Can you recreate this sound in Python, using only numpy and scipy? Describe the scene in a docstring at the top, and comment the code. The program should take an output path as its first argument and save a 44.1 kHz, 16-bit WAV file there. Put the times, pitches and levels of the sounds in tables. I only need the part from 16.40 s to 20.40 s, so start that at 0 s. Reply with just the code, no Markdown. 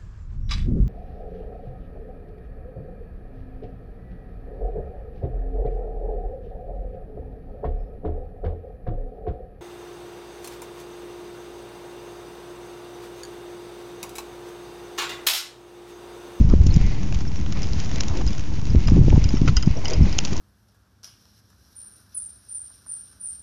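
"""A gravelly country road, with a stroller being pushed along it. Stones bump the wheels so the frame
rumbles, the tyres roar and grit crunches under them. Plastic joints clack and squeak, tubes knock,
a small metal fitting clinks, and the fabric hood rustles among short hollow scuffs.
Gusts buffet the microphone with low pops and flutter, and overload it."""
import sys
import numpy as np
from scipy import signal
from scipy.fft import rfft, irfft, next_fast_len
from scipy.io import wavfile
from scipy.ndimage import uniform_filter1d, map_coordinates

SR = 44100
rng = np.random.default_rng(int(sys.argv[2]) if len(sys.argv) > 2 else 0)


def wav_out(sig):
    """Save sig, one row per channel (or a flat mono array), as 16-bit PCM at SR to the path in sys.argv[1]."""
    wavfile.write(sys.argv[1], SR, np.round(np.clip(np.atleast_2d(sig).T, -1, 1) * 32767).astype(np.int16))


N = 176400

# Bright spectrum of a hard strike, on metal or plastic: freq_hz, gain_db
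SNAP_EQ = [(200,-35),(1500,-10),(2800,-0.5),(4000,2),(5500,7),(7000,4.5),(9000,-33)]


def amp(db):
    """Decibels to gain."""
    return 10 ** (np.asarray(db) / 20)


def unit(x):
    """Scale to rms 1."""
    return x / np.sqrt(np.mean(x ** 2) + 1e-20)


def curve(rows):
    """One value per sample from (time_s, value) rows."""
    return np.interp(np.arange(N) / SR, *np.transpose(rows))


def wobble(rate):
    """A smooth random curve, rate knots a second."""
    return map_coordinates(rng.standard_normal(4000), [np.arange(N) * rate / SR], mode="wrap")


def arch(length_s):
    """A rounded fade in and out."""
    return np.sqrt(np.abs(np.hanning(int(length_s * SR))))


def filtered(x, response):
    """Filter x by a gain given as a function of frequency."""
    size = next_fast_len(len(x) + 8192)
    return irfft(rfft(x, size) * response(np.fft.rfftfreq(size, 1 / SR)), size)[:len(x)]


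def coloured(x, eq):
    """x shaped by (freq_hz, gain_db) points, at rms 1."""
    freqs, db = np.transpose(eq)
    return unit(filtered(x, lambda hz: amp(np.interp(np.log(hz + 1), np.log(freqs), db))))


def noise(eq):
    """Coloured noise of rms 1."""
    return coloured(rng.standard_normal(N), eq)


def impacts(rate, spread_db):
    """Random impulses of uneven size, rate a second."""
    hits = rng.random(N) < rate / SR
    signs = rng.choice([-1, 1], N)
    return unit(hits * signs * amp(spread_db * np.minimum(rng.exponential(size=N), 2)))


def add(out, start_s, x):
    """Mix x into out from start_s."""
    i = max(round(start_s * SR), 0)
    out[i:i + len(x)] += x[:max(N - i, 0)]


def gusts(bright_hz=170, bright_db=-9, buffet_db=0.5):
    """Turbulence on the microphone: a deep buffet and a brighter layer surge together."""
    # Strength of the wind: time_s, level_db
    strength = [(0,-8.5),(.06,-18),(.12,-11),(.19,-19.5),(.3,-13.5),(.4,-16),(.47,-15),(.56,-31.5),(.77,-25.5),(.97,-35),(1.04,-27),(1.4,-29.5),(1.64,-32.5),(1.87,-23.5),(1.95,-37),(2.22,-31.5),(2.31,-19.5),(2.37,-12),(2.425,-28),(2.48,-13),(2.58,-14.5),(2.76,-14),(2.9,-24),(2.98,-22),(3.1,-13.5),(3.15,-29),(3.25,-30.5),(3.31,-17),(3.38,-60),(3.55,-25.5),(3.62,-11),(3.69,-23.5),(3.9,-40),(4,-34)]
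    # Spectrum of the turbulence: freq_hz, gain_db
    buffet_eq = [(10,-29),(22,13.5),(40,12),(85,5),(150,-3),(230,-19.5),(350,-26.5),(600,-43.5),(1500,-69),(4000,-92)]
    buffet = noise(buffet_eq)
    local_power = np.abs(uniform_filter1d(buffet ** 2, size=1800))
    buffet = unit(buffet / np.sqrt(local_power + .15))  # even out the noise's own swells
    bright = unit(filtered(noise(buffet_eq), lambda hz: hz ** 2 / (hz ** 2 + bright_hz ** 2)))
    return amp(curve(strength)) * (amp(buffet_db) * buffet + amp(bright_db) * bright)


def eddies(width_cycles=0.61, lean_rad=0.25):
    """Eddies shed by the gusts pop on the microphone: they suck, then push sharply."""
    # Pressure pops: centre_s, level_db, pitch_hz, steepness (0-1)
    pops = [(.031,-7.5,130,0),(0.088,-6.5,55,0.5),(0.138,-1,188,0.39),(0.211,-3,63,0),(.2665,-7.5,120,0.33),(0.369,-2.5,139,0),(2.35,-5.5,187,0.27),(2.373,-3,50,0),(2.464,-6.5,59,0.45),(2.521,-4,140,0.35),(2.568,-7,206,0.3),(2.592,-3,115,.3),(2.614,-2,95,0),(2.6826,-3.5,154,0.42),(2.73,-10.5,260,0.3),(2.743,-1.5,70,0.23),(2.779,-1.5,142,.33),(2.857,-5,84.4,0.38),(2.942,-7,223,0.06),(3.018,-2,128,0.32),(3.172,-7.5,50,0.07),(3.276,-0.5,151,0.17),(3.6116,-3,111,0.33),(3.626,-10.5,69.4,0.02)]
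    out, t = np.zeros(N), np.arange(-SR // 20, SR // 20) / SR
    for centre_s, db, hz, steep in pops:
        wave = np.cos(2 * np.pi * hz * t - lean_rad)
        swing = (1 - steep) * (wave - steep) / (1 - 2 * steep * wave + steep ** 2)  # narrows the crest
        add(out, centre_s + t[0], amp(db) * swing * np.exp(-(hz * t / width_cycles) ** 2))
    return out


def flutter(hz=180, wander=0.3, depth=0.29):
    """Vortices leave the microphone port at an unsteady rate in the strongest gusts."""
    # Bursts of fluttering air: start_s, length_s, level_db
    bursts = [(0,0.03,-19.5),(0.346,.04,-26),(2.506,.12,-15.5),(2.639,0.025,-17),(2.738,0.017,-16.5),(3.026,0.066,-21.5),(3.582,0.098,-20)]
    swell = np.zeros(N)
    for start_s, length_s, db in bursts:
        add(swell, start_s, amp(db) * arch(length_s))
    pitch_hz = hz * np.exp(wander * wobble(160))
    tremor = 1 + depth * wobble(110)
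    return swell * np.sqrt(2) * tremor * np.sin(2 * np.pi * np.cumsum(pitch_hz) / SR)


def hood():
    """The hood's fabric rubs in soft, flickering swells."""
    # Fabric rubs: start_s, length_s, level_db
    rubs = [(0.25,0.44,-45),(1.13,.13,-47),(1.51,0.16,-47.5),(2.366,0.13,-45.5),(2.746,0.16,-46.5),(3.253,0.13,-45),(3.396,0.26,-41.5),(3.615,0.24,-43.5)]
    # Spectrum of the rustle: freq_hz, gain_db
    fabric_eq = [(300,-25.5),(1300,-18),(2100,7),(2600,2),(3400,-6),(5000,-4),(8000,-31.5)]
    swell = np.zeros(N)
    for start_s, length_s, db in rubs:
        add(swell, start_s, amp(db) * arch(length_s))
    return swell * noise(fabric_eq) * amp(1.7 * wobble(50))


def scuffs(relative_width=0.34, slips_per_s=2000):
    """Short stick-slip rubs, each through one hollow resonance."""
    # Hollow scuffs: start_s, length_s, level_db, resonance_hz
    rubs = [(.085,0.057,-41,1050),(1.152,0.039,-39.5,1000),(1.682,0.079,-42,950),(1.717,0.12,-33.5,370),(1.806,0.015,-34,920),(2.478,0.016,-34.5,1040),(2.724,0.012,-24.5,600),(2.745,.035,-35.5,740),(3.351,0.051,-34,494),(3.426,0.056,-38,686),(3.465,0.11,-31.5,476),(3.637,0.053,-36,340),(3.904,0.048,-34.5,340)]
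    out = np.zeros(N)
    for start_s, length_s, db, hz in rubs:
        swell = arch(length_s)
        slips = impacts(slips_per_s, spread_db=6.0)[:len(swell)]
        rub = filtered(slips, lambda f: 1 / (1 + ((f - hz) / (relative_width * hz)) ** 2))
        add(out, start_s, amp(db) * swell * unit(rub))
    return out


def squeaks(length_s=.02, waver=0.017, roughness=0.57, gain_db=-3):
    """A dry joint gives tiny rough chirps."""
    # Joint squeaks: start_s, pitch_hz, level_db
    chirps = [(.301,4280,-35),(.33,5300,-35),(.872,5370,-34),(0.958,5600,-38),(2.948,5550,-41),(2.965,5420,-35),(3.086,4350,-35),(3.362,5620,-34),(3.623,5300,-32)]
    out, swell = np.zeros(N), np.hanning(int(length_s * SR))
    drift = 1 + waver * wobble(1000)
    grip = 1 + roughness * wobble(420)
    for start_s, hz, db in chirps:
        span = slice(int(start_s * SR), int(start_s * SR) + len(swell))
        tone = np.sin(2 * np.pi * np.cumsum(hz * drift[span]) / SR)
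        add(out, start_s, amp(db + gain_db) * swell * grip[span] * tone)
    return out


def knocks(gain_db=-5, pivot_hz=1500):
    """The frame's tubes knock with a short hollow ring."""
    # Knocks on the frame: start_s, level_db, tilt_db_per_octave
    hits = [(2.97,-32.5,4),(3.076,-25,-12),(3.085,-23,-11),(3.172,-23.5,3),(3.232,-29,4),(3.456,-33,18.5)]
    # Modes of a tube: pitch_hz, level_db, t60_s
    modes = [(1040,-7,0.043),(1312,2.5,0.031),(1433,-3.5,0.033),(2015,-2.5,.04),(2880,-7,0.022),(3030,-4.5,0.033)]
    out, t = np.zeros(N), np.arange(SR // 10) / SR
    for start_s, db, tilt in hits:
        for hz, mode_db, t60 in modes:
            scatter_db, phase = rng.standard_normal(2)
            level_db = db + gain_db + mode_db + scatter_db + tilt * np.log2(hz / pivot_hz)
            add(out, start_s, amp(level_db - 60 * t / t60) * np.sin(2 * np.pi * (hz * t + phase)))
    return out


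def clinks(strike_t60=0.0079, strike_gain_db=-7, ring_gain_db=-2, bounce_s=.004, bounce_db=-11.5):
    """A small metal fitting is struck, bounces once and rings briefly."""
    # Hits on the fitting: start_s, strike_db, ring_db
    hits = [(0.3418,-19,-31),(1.232,-21,-31),(1.401,-17.5,-29),(1.7718,-18,-30),(1.876,-28,-24),(1.929,-32,-35.5),(2.303,-39,-30.5),(2.473,-21,-22.5),(2.499,-34,-32),(2.841,-15,-23.5),(2.890,-22,-27),(3.168,-11.5,-11),(3.226,-17,-22.5),(3.26,-44,-33),(3.4545,-24,-21),(3.482,-17,-22.5),(3.501,-16.5,-44),(3.5346,-27,-20),(3.727,-30,-24.5),(3.801,-45,-34)]
    # Modes of the fitting: pitch_hz, level_db, t60_s
    modes = [(1450,-12,0.02),(2816,-15,0.061),(3124,-18,0.074),(4980,-1,0.04),(5210,-16,.03),(5620,1.5,0.01),(6440,-17.5,0.047)]
    ring, strike, t = np.zeros(N), np.zeros(N), np.arange(SR // 10) / SR
    for start_s, strike_db, ring_db in hits:
        rebound_s = start_s + bounce_s * (.5 + rng.random())
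        for at_s, loss_db in (start_s, 0), (rebound_s, bounce_db):
            add(strike, at_s, amp(strike_db + strike_gain_db + loss_db - 60 * t / strike_t60))
            for hz, mode_db, t60 in modes:
                scatter, phase = rng.standard_normal(2)
                level_db = ring_db + ring_gain_db + loss_db + mode_db + 2 * scatter
                add(ring, at_s, amp(level_db - 60 * t / t60) * np.sin(2 * np.pi * (hz * t + phase)))
    return ring + strike * noise(SNAP_EQ)


def clacks(gain_db=-6, touch_lead_s=0.0038, touch_db=-12):
    """Plastic joints touch lightly, then knock: a bright snap over a hollow body."""
    # Hits in the joints: start_s, level_db, body_vs_snap_db, t60_s
    hits = [(0.099,-29.5,-7,0.016),(.267,-23.5,-31,0.034),(0.363,-25,-3,0.02),(0.465,-28,-12,0.016),(.725,-30.5,10.5,0.014),(0.745,-28,-3,0.042),(.807,-35.5,2.5,0.06),(.959,-27,1,.012),(1.062,-43.5,15.5,.025),(1.124,-24,-2,0.02),(1.3334,-18.5,-21,0.007),(1.447,-24,-22,.008),(1.559,-21.5,-6,0.016),(1.6073,-11.5,-9,0.017),(1.635,-18.5,-4,0.0095),(1.683,-22,-15,0.017),(1.866,-22.5,-22,0.013),(2.483,-28.5,7,0.034),(2.7026,-30.5,12.5,0.01),(3.078,-26.5,8,0.078),(3.166,-19,-11,.007),(3.448,-23.5,-12,0.013),(3.508,-21,-8,.012),(3.7881,2,-9,0.0036),(3.7878,-8.5,2,0.008),(3.851,-10,-20,0.0069),(3.8559,-18,-14,0.016),(3.931,-23.5,-9,0.019),(3.967,-20.5,-19,.01),(3.978,-19.5,-13,0.0071)]
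    # Spectrum of the hollow plastic: freq_hz, gain_db
    body_eq = [(100,-15.5),(500,4.5),(900,-3.5),(1350,2.5),(1800,-3),(2700,1),(3700,-4),(5000,-20.5),(8000,-33.5)]
    snap, body, t = np.zeros(N), np.zeros(N), np.arange(SR // 15) / SR
    for start_s, db, body_db, t60 in hits:
        blow = amp(db + gain_db - 60 * t / t60)
        add(snap, start_s - touch_lead_s, amp(touch_db) * blow)
        add(snap, start_s, blow)
        add(body, start_s, amp(body_db) * blow)
    return snap * noise(SNAP_EQ) + body * noise(body_eq)


def grit(hiss_db=1, grain_db=-3, grain_t60=.006):
    """Fine grit hisses under the tyres while coarser grains crackle."""
    # Strength of the crunch: time_s, level_db
    crunch = [(0.0, -50.5), (0.29, -49), (0.5, -46.5), (0.98, -50.5), (1.17, -49), (1.34, -43.5),
              (1.5, -45), (1.77, -45), (2.02, -48.5), (2.26, -48.5), (3.01, -45.5), (3.26, -47.5),
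              (4.0, -43)]
    # Spectrum of the grit: freq_hz, gain_db
    grit_eq = [(200,-14.5),(600,3),(1000,0.5),(1600,3),(2500,4.5),(3500,1.5),(4500,1),(5600,4.5),(6800,0.5),(8000,-19.5)]
    t = np.arange(SR // 50) / SR
    power_decay = amp(-120 * t / grain_t60)
    grain_power = signal.fftconvolve(impacts(rate=140, spread_db=10.0) ** 2, power_decay)[:N]
    grains = unit(np.sqrt(np.abs(grain_power)) * noise(grit_eq))
    level = amp(curve(crunch) + 1.3 * wobble(30))
    return level * (amp(hiss_db) * noise(grit_eq) + amp(grain_db) * grains)


def tyres(gain_db=-1.0):
    """Dense small impacts of stones on the tyres merge into a low roar."""
    # Strength of the roar: time_s, level_db
    roll = [(0,-47),(.4,-43),(.95,-46),(1.3,-43),(1.77,-41),(2.0,-46),(2.26,-46.5),(2.55,-43),(2.9,-42),(3.15,-47),(3.33,-44),(3.52,-38),(3.75,-41),(4,-41)]
    # Spectrum of the rolling tyres: freq_hz, gain_db
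    roar_eq = [(100,-11.5),(250,-2),(400,0),(600,-4),(1000,-5),(1600,-17.5),(3000,-20.5),(8000,-59.5)]
    roar = coloured(impacts(rate=1500, spread_db=4.5), roar_eq)
    return amp(curve(roll) + gain_db + 1.3 * wobble(24.98)) * roar


def bumps(hz=62, t60=0.083, rise_s=0.0039):
    """A wheel drops over a stone and the frame bounces once or twice."""
    # Wheel drops: start_s, level_db
    drops = [(.758,-13),(0.846,-22),(0.931,-16),(1.017,-14.5),(1.121,-16.5),(1.307,-15),(1.364,-13),(1.704,-15.5),(1.858,-14),(2.123,-18)]
    out, t = np.zeros(N), np.arange(SR // 8) / SR
    for start_s, db in drops:
        envelope = 2 * amp(db - 60 * t / t60) * (1 - np.exp(-t / rise_s))
        pitch_hz = hz * (1 + 0.15 * rng.standard_normal())
        add(out, start_s, envelope * np.sin(2 * np.pi * pitch_hz * t))
    return out


def frame(level_db=-29, lowpass_hz=600):
    """Stones jolt the wheels and the frame rumbles in its low resonances."""
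    # Modes of the frame: pitch_hz, width_hz, gain_db
    modes = [(54.7,36.5,1.5),(124.3,39.2,2),(198.4,42,-1.5),(308,38.7,-6),(373.5,80,-14.5)]

    def response(f):
        peaks = sum((-1) ** k * amp(db) * 1j * f * width / (hz * hz - f * f + 1j * f * width)
                    for k, (hz, width, db) in enumerate(modes))
        return peaks / (1 + (f / lowpass_hz) ** 2)

    jolts = impacts(rate=260, spread_db=3.5)
    return amp(level_db) * unit(filtered(jolts, response))


def scene():
    """The stroller and the wind at one microphone."""
    rolling = frame() + tyres() + bumps() + grit() + hood() + scuffs()
    rattle = clinks() + clacks() + knocks() + squeaks()
    wind = gusts() + eddies() + flutter()
    return (wind + rolling + rattle)[None]


def record(dry, offset=-.133, ceiling=.72, top_hz=7350):
    """The microphone's input sits off centre, soft-clips the gusts and cuts the top end steeply."""
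    shifted = dry[0] + offset
    clipped = shifted / (1 + np.abs(shifted / ceiling) ** 8) ** (1 / 8)
    return filtered(clipped, lambda hz: 1 / np.sqrt(1 + (hz / top_hz) ** 100))[None]


dry = scene()
out = record(dry)
wav_out(out)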